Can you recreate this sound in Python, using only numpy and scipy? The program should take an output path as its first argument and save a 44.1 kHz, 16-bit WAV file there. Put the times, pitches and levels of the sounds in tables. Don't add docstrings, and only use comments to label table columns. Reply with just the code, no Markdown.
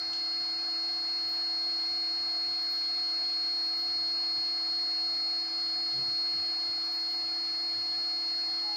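import sys
import numpy as np
from scipy import signal
from scipy.fft import rfft, irfft, next_fast_len
from scipy.io import wavfile
from scipy.ndimage import uniform_filter1d, map_coordinates

SR = 44100
rng = np.random.default_rng(int(sys.argv[2]) if len(sys.argv) > 2 else 0)


def ratio_of_db(decibels):
    return 10 ** (np.asarray(decibels, float) / 20)


def dump(signal):
    limited = np.clip(np.atleast_2d(signal).T, -1, 1)
    pcm = np.round(limited * 32767).astype(np.int16)
    wavfile.write(sys.argv[1], SR, pcm)


N = 386316
T = np.arange(N) / SR

# f/Hz, spectral level/dB
RUMBLE_SPECTRUM = [(22, -36.5), (38, -8.5), (65, -6.5), (91, 0), (118, -1.5), (188, -5), (227, -11),
                   (260, -8), (340, -34.5), (570, -120)]


def unit(x):
    return x / np.sqrt(np.mean(x ** 2) + 1e-20)


def curves(rows):
    s, *columns = np.transpose(rows)
    return [np.interp(T, s, column) for column in columns]


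def wobble(rate):
    knots = rng.standard_normal(int(N * rate / SR) + 4)
    return map_coordinates(knots, [T * rate], order=1)


def noise(gain):
    m = next_fast_len(N)
    spectrum = rfft(rng.standard_normal(m)) * gain(np.fft.rfftfreq(m, 1 / SR))
    return unit(irfft(spectrum, m)[:N])


def shape(points):
    hz, db = np.transpose(points)
    return lambda f: ratio_of_db(np.interp(np.log(f + 1), np.log(hz + 1), db, -120, -120))


def tone(hz, db, drift=0, waver_db=1.5):
    phase = 2 * np.pi * (hz * T + np.cumsum(drift + 0 * T) / SR + rng.random())
    return np.sqrt(2) * ratio_of_db(db + waver_db * wobble(2.51)) * np.sin(phase)


def patchy(x, depth_db, bins, frames):
    hz, _, z = signal.stft(x, SR, nperseg=512)
    grain = uniform_filter1d(rng.standard_normal(z.shape), bins, 0)
    field = unit(uniform_filter1d(grain, frames, 1))
    field = np.where(field > 0, .3 * field, field)
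    depth = depth_db * np.interp(hz, [0, 1200, 2800], [.9, .5, 1.3])[:, None]
    return unit(signal.istft(z * ratio_of_db(depth * field), nperseg=512)[1][:N])


def inverter():
    carriers = [(4641.3, (-4, -3, -2, 0, 2, 3, 4)), (7173.5, (-5, -4, -3, -2, -1, 0, 1, 2)),
                (10701.8, (-5, -3, -1, 5)), (12146.7, (-1, 1)), (13682.8, (-5, -3, -1, 0, 1, 2, 3, 4, 5))]
    # one row per row above, level/dB in the order of its orders
    sideband_db = [(-86, -77, -68, -69, -76, -62, -89), (-93, -82, -90, -92, -68, -89, -77, -96),
                   (-93, -96, -102, -97), (-103, -86), (-92, -100, -89, -102, -81, -102, -82, -99, -80)]
    # t/s, first order below the first centre level/dB,
    # first order above it level/dB, first order above the third centre level/dB
    whine = [(0, -33.5, -48.2, -75.5), (0.35, -32.5, -46, -75.2), (0.8, -32.5, -47.5, -76.5),
             (1.3, -31.8, -48.3, -76), (2.0, -31, -49, -74.8), (2.55, -31.6, -48.5, -74),
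             (3.1, -31.0, -48, -74.3), (3.5, -31, -48.7, -75), (4.2, -30.8, -47.6, -74.5),
             (5.35, -31, -46.9, -73.8), (5.5, -31, -45, -73.8), (5.8, -32.1, -45.3, -73),
             (6.2, -31, -47.0, -73.3), (6.85, -32, -47.0, -72), (7.6, -32.5, -47.3, -72.5),
             (8.3, -31.5, -47.5, -73.5), (8.76, -32.3, -46.7, -73)]
    drive_hz = 332.02
    dip_s, dip_db, dip_width_s = 5.485, 3.6, .065
    drift_hz = .25 * wobble(1.5)

    lower_db, upper_db, high_db = curves(whine)
    lower_db = lower_db - dip_db * np.exp(-((T - dip_s) / dip_width_s) ** 2)
    lower_db = lower_db + .2 * wobble(5) + .2 * wobble(9) + .12 * wobble(20)
    upper_db = upper_db + .4 * wobble(4) + .3 * wobble(20)
    high_db = high_db + .5 * wobble(8)

    first_hz, third_hz = carriers[0][0], carriers[2][0]
    out = tone(first_hz - drive_hz, lower_db, drift_hz, waver_db=0)
    out += tone(first_hz + drive_hz, upper_db, drift_hz, waver_db=0)
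    out += tone(third_hz + drive_hz, high_db, drift_hz, waver_db=0)
    for (centre_hz, orders), levels in zip(carriers, sideband_db):
        for order, db in zip(orders, levels):
            out += tone(centre_hz + order * drive_hz, db, drift_hz, waver_db=0.7)
    return out


def spindle():
    # f/Hz, mean rms level/dB, pitch wander/Hz
    held_tones = [(200.5, -82, 0.2), (300.1, -69, 0.3), (331.7, -55, 0.2), (653.4, -68, 1.0),
                  (735.5, -58, 0.2), (860.7, -73, 0.2), (1199.1, -73, 0.3), (1293.3, -70, 0.2),
                  (1445.4, -71, 0.2), (1992.5, -72, 0.2), (2116.3, -75, 0.2), (2398.9, -76, 0.2),
                  (2501.2, -74, 0.2), (2625.0, -77, 1.0), (3023.4, -77, 0.3), (3756.9, -79, 0.2),
                  (3900.2, -79, 0.2), (4050.3, -76, 0.2), (4079.9, -76, 0.2), (4216.5, -71, 0.4),
                  (4401.5, -65, 0.3), (4468.8, -76, 0.2), (4586.6, -74, 0.7), (4736.0, -77, 0.2),
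                  (4868.5, -80, 0.2), (5391.4, -75, 0.3), (5508.5, -82, 0.2), (5524.6, -81, 0.3),
                  (5657.8, -78, 0.2), (5845.6, -82, 0.2)]
    # f/Hz, pitch wander/Hz
    swelling = [(1312, 5), (1578.5, .2), (1711.7, .3), (2099, 3), (3813.1, .3), (4602.4, .5)]
    # level at the turning point/dB, its t/s, loss either side/(dB/s^2)
    arcs = [(-66.5, 3, .05), (-62.5, 1.5, .25), (-70.5, 3, -.2), (-58.5, 4, -0.05), (-65, 3, 0.4),
            (-61, 4.2, 0.7)]
    out = np.zeros(N)
    for hz, db, width in held_tones:
        out += tone(hz, db, width * wobble(3), waver_db=.6)
    for (hz, width), (turning_db, s, bend) in zip(swelling, arcs):
        arc_db = turning_db - bend * (T - s) ** 2
        out += tone(hz, arc_db + .8 * wobble(14), width * wobble(4), waver_db=.8)
    return out


def electronics():
    # f/Hz, mean rms level/dB
    whistles = [(6447.3, -79), (6580.6, -87), (6965.5, -77), (6971.9, -78), (7145.2, -92), (7236.5, -85),
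                (7295.1, -89), (7759.4, -90), (9240.2, -100), (9282.5, -92), (9337.8, -98), (9596.0, -99),
                (9893.5, -99), (10493.8, -100), (10783.1, -96), (10795.3, -84), (10916.2, -88),
                (11685.7, -99), (11994.7, -89), (12596.0, -98), (12894.5, -91), (12927.5, -93),
                (13060.8, -96), (13194.1, -92), (13613.0, -100), (13940.7, -100), (14527.1, -97)]
    return sum(tone(hz, db, 0.84 * wobble(3.3), waver_db=2.0) for hz, db in whistles)


def air():
    # f/Hz, spectral level/dB
    rush_spectrum = [(200, -22.5), (280, -9.5), (350, -5.5), (470, -14.5), (600, -6.5), (720, -0.5),
                     (900, -3), (1300, -4.5), (1800, -6), (2300, -8), (3000, -12), (3600, -11),
                     (4300, -5.5), (5000, -9.5), (5700, -12), (6500, -19.5), (7300, -22.5), (8000, -44)]
    # f/Hz, spectral level/dB
    hiss_spectrum = [(7600, -5), (8300, -8.5), (9300, -9), (10200, -11), (11000, -2.5), (11600, -7.5),
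                     (12500, -1.5), (13200, -7), (13800, -6), (14500, -2), (15200, 1)]
    # f/Hz, width/Hz, gain of each alone at its centre/dB
    housing = [(282, 9.2, 5), (653.5, 6, 4.5), (717, 30, 4), (780, 14, 1.5), (1196, 19, 2), (1310, 33, 6),
               (2074, 30, 5), (4330, 73, 7), (4950, 80, 2.5)]

    def resonance(f):
        return 1 + sum((ratio_of_db(db) - 1) / (1 + (2 * (f - hz) / width) ** 2) for hz, width, db in housing)

    rush = noise(lambda f: shape(rush_spectrum)(f) * resonance(f))
    rush = ratio_of_db(-50) * patchy(rush, depth_db=5, bins=3, frames=8)
    hiss = noise(shape([*hiss_spectrum, (15750, -3)]))
    hiss = ratio_of_db(-78.5 + 0.67 * wobble(5)) * patchy(hiss, depth_db=3.5, bins=10, frames=12)
    rumble_db = -71 + 2.1 * wobble(4) + 3.4 * wobble(9.6)
    rumble = ratio_of_db(rumble_db) * noise(shape(RUMBLE_SPECTRUM))
    return rush + hiss + rumble


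def thumps():
    # start t/s, peak level of the fundamental/dB, f/Hz, rise time/s
    pushes = [(.04, -60, 104.4, .056), (1.88, -61, 92, 0.037), (3.742, -64, 46.2, .04),
              (5.90, -48.5, 135, .092), (6.06, -58, 128, .035), (6.3, -57, 90, .085), (6.3, -59, 174, .06),
              (6.66, -57, 111, .03), (7.2, -62, 97.4, 0.054), (7.7, -57, 109.4, .085),
              (7.93, -62, 149, .05)]
    base_t60_s, t60_per_rise, shake_db = 0.17, 2.7, -9
    out = np.zeros(N)
    shake = ratio_of_db(shake_db) * noise(shape(RUMBLE_SPECTRUM))
    for s, db, hz, rise in pushes:
        t = np.clip(T - s, 0, None)
        t60 = base_t60_s + t60_per_rise * rise
        onset = np.sin(np.pi / 2 * np.clip(t / rise, 0, 1)) ** 2
        swell = onset * ratio_of_db(db - 60 * np.clip(t - rise, 0, None) / t60)
        phase = 2 * np.pi * hz * t + 0.32 * wobble(25)
        third = ratio_of_db(-9.5 + 1.6 * wobble(18)) * np.sin(3 * phase)
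        fourth = ratio_of_db(-11.5 + 1.6 * wobble(18)) * np.sin(4 * phase)
        out += swell * (np.sin(phase) + third + fourth + shake)
    return out


def ticks():
    # t/s, rms level of the noise before its envelope/dB, centre f/Hz, width/Hz
    cracks = [(.131, -36, 4750, 5000), (6.648, -64, 10300, 1310)]
    bounce_s, bounce_db, echo_db, echo_t60_s = 0.0037, -2, -13, 0.37

    def blow(t):
        return (1 - np.exp(-(t / .0005) ** 2)) * ratio_of_db(-60 * t / .01)

    out = np.zeros(N)
    for s, db, hz, width in cracks:
        t = np.clip(T - s, 0, None)
        band = noise(lambda f: 1 / (1 + ((f - hz) / width * 2) ** 6))
        crack = blow(t) + ratio_of_db(bounce_db) * blow(np.clip(t - bounce_s, 0, None))
        echo = (1 - np.exp(-t / bounce_s)) * ratio_of_db(echo_db - 60 * t / echo_t60_s)
        out += band * ratio_of_db(db) * (crack + echo)
    return out


def rustles():
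    # t of the first/s, gap/s, relative level of the second/dB
    pairs = [(1.168, .113, -67.5), (2.616, .085, -65.5), (3.66, .108, -67.5), (6.838, .081, -69),
             (7.005, .094, -69.5)]
    # level against that of the second/dB, hold/s, lower-band t60/s
    pair_steps = [(-5, .02, .2), (0, .04, .37)]
    # f/Hz, relative spectral level/dB
    bands = [
        [(11200, -26), (11700, -7.5), (12600, 0.5), (13400, -7), (14000, -24)],
        [(13400, -25.5), (14300, -4.5), (15000, -2.5), (15750, -3)],
    ]
    out = np.zeros(N)
    for band, band_db, t60_factor in zip(bands, (0, -.6), (1, .7)):
        power = np.zeros(N)
        for s, gap, db in pairs:
            for at, (step_db, hold, t60) in zip((s, s + gap), pair_steps):
                fall_db = 60 * np.clip(T - at - hold, 0, None) / (t60 * t60_factor)
                power += (T > at) * ratio_of_db(db + step_db - fall_db) ** 2
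        grain = ratio_of_db(band_db - 2.0 + 3.8 * wobble(150))
        out += np.sqrt(power) * grain * noise(shape(band))
    return out


def feed_motor():
    start_s, rise_s, level_db, fall_db_per_s = 8.61, .085, -44.5, 28
    pitch_hz, sag_hz_per_s = 842, 90
    t = np.clip(T - start_s, 0, None)
    fade = np.sin(np.pi / 2 * np.clip(t / rise_s, 0, 1)) ** 2
    cycles = pitch_hz * t - sag_hz_per_s * t ** 2 / 2
    return np.sqrt(2) * fade * ratio_of_db(level_db - fall_db_per_s * t) * np.sin(2 * np.pi * cycles)


def scene():
    steady = inverter() + spindle() + electronics() + air()
    passing = thumps() + ticks() + rustles() + feed_motor()
    return (steady + passing)[None]


def top_cut(x):
    return signal.sosfilt(signal.butter(12, 15740, fs=SR, output="sos"), x)


def record(dry):
    return top_cut(dry)


dry = scene()
out = record(dry)
dump(out)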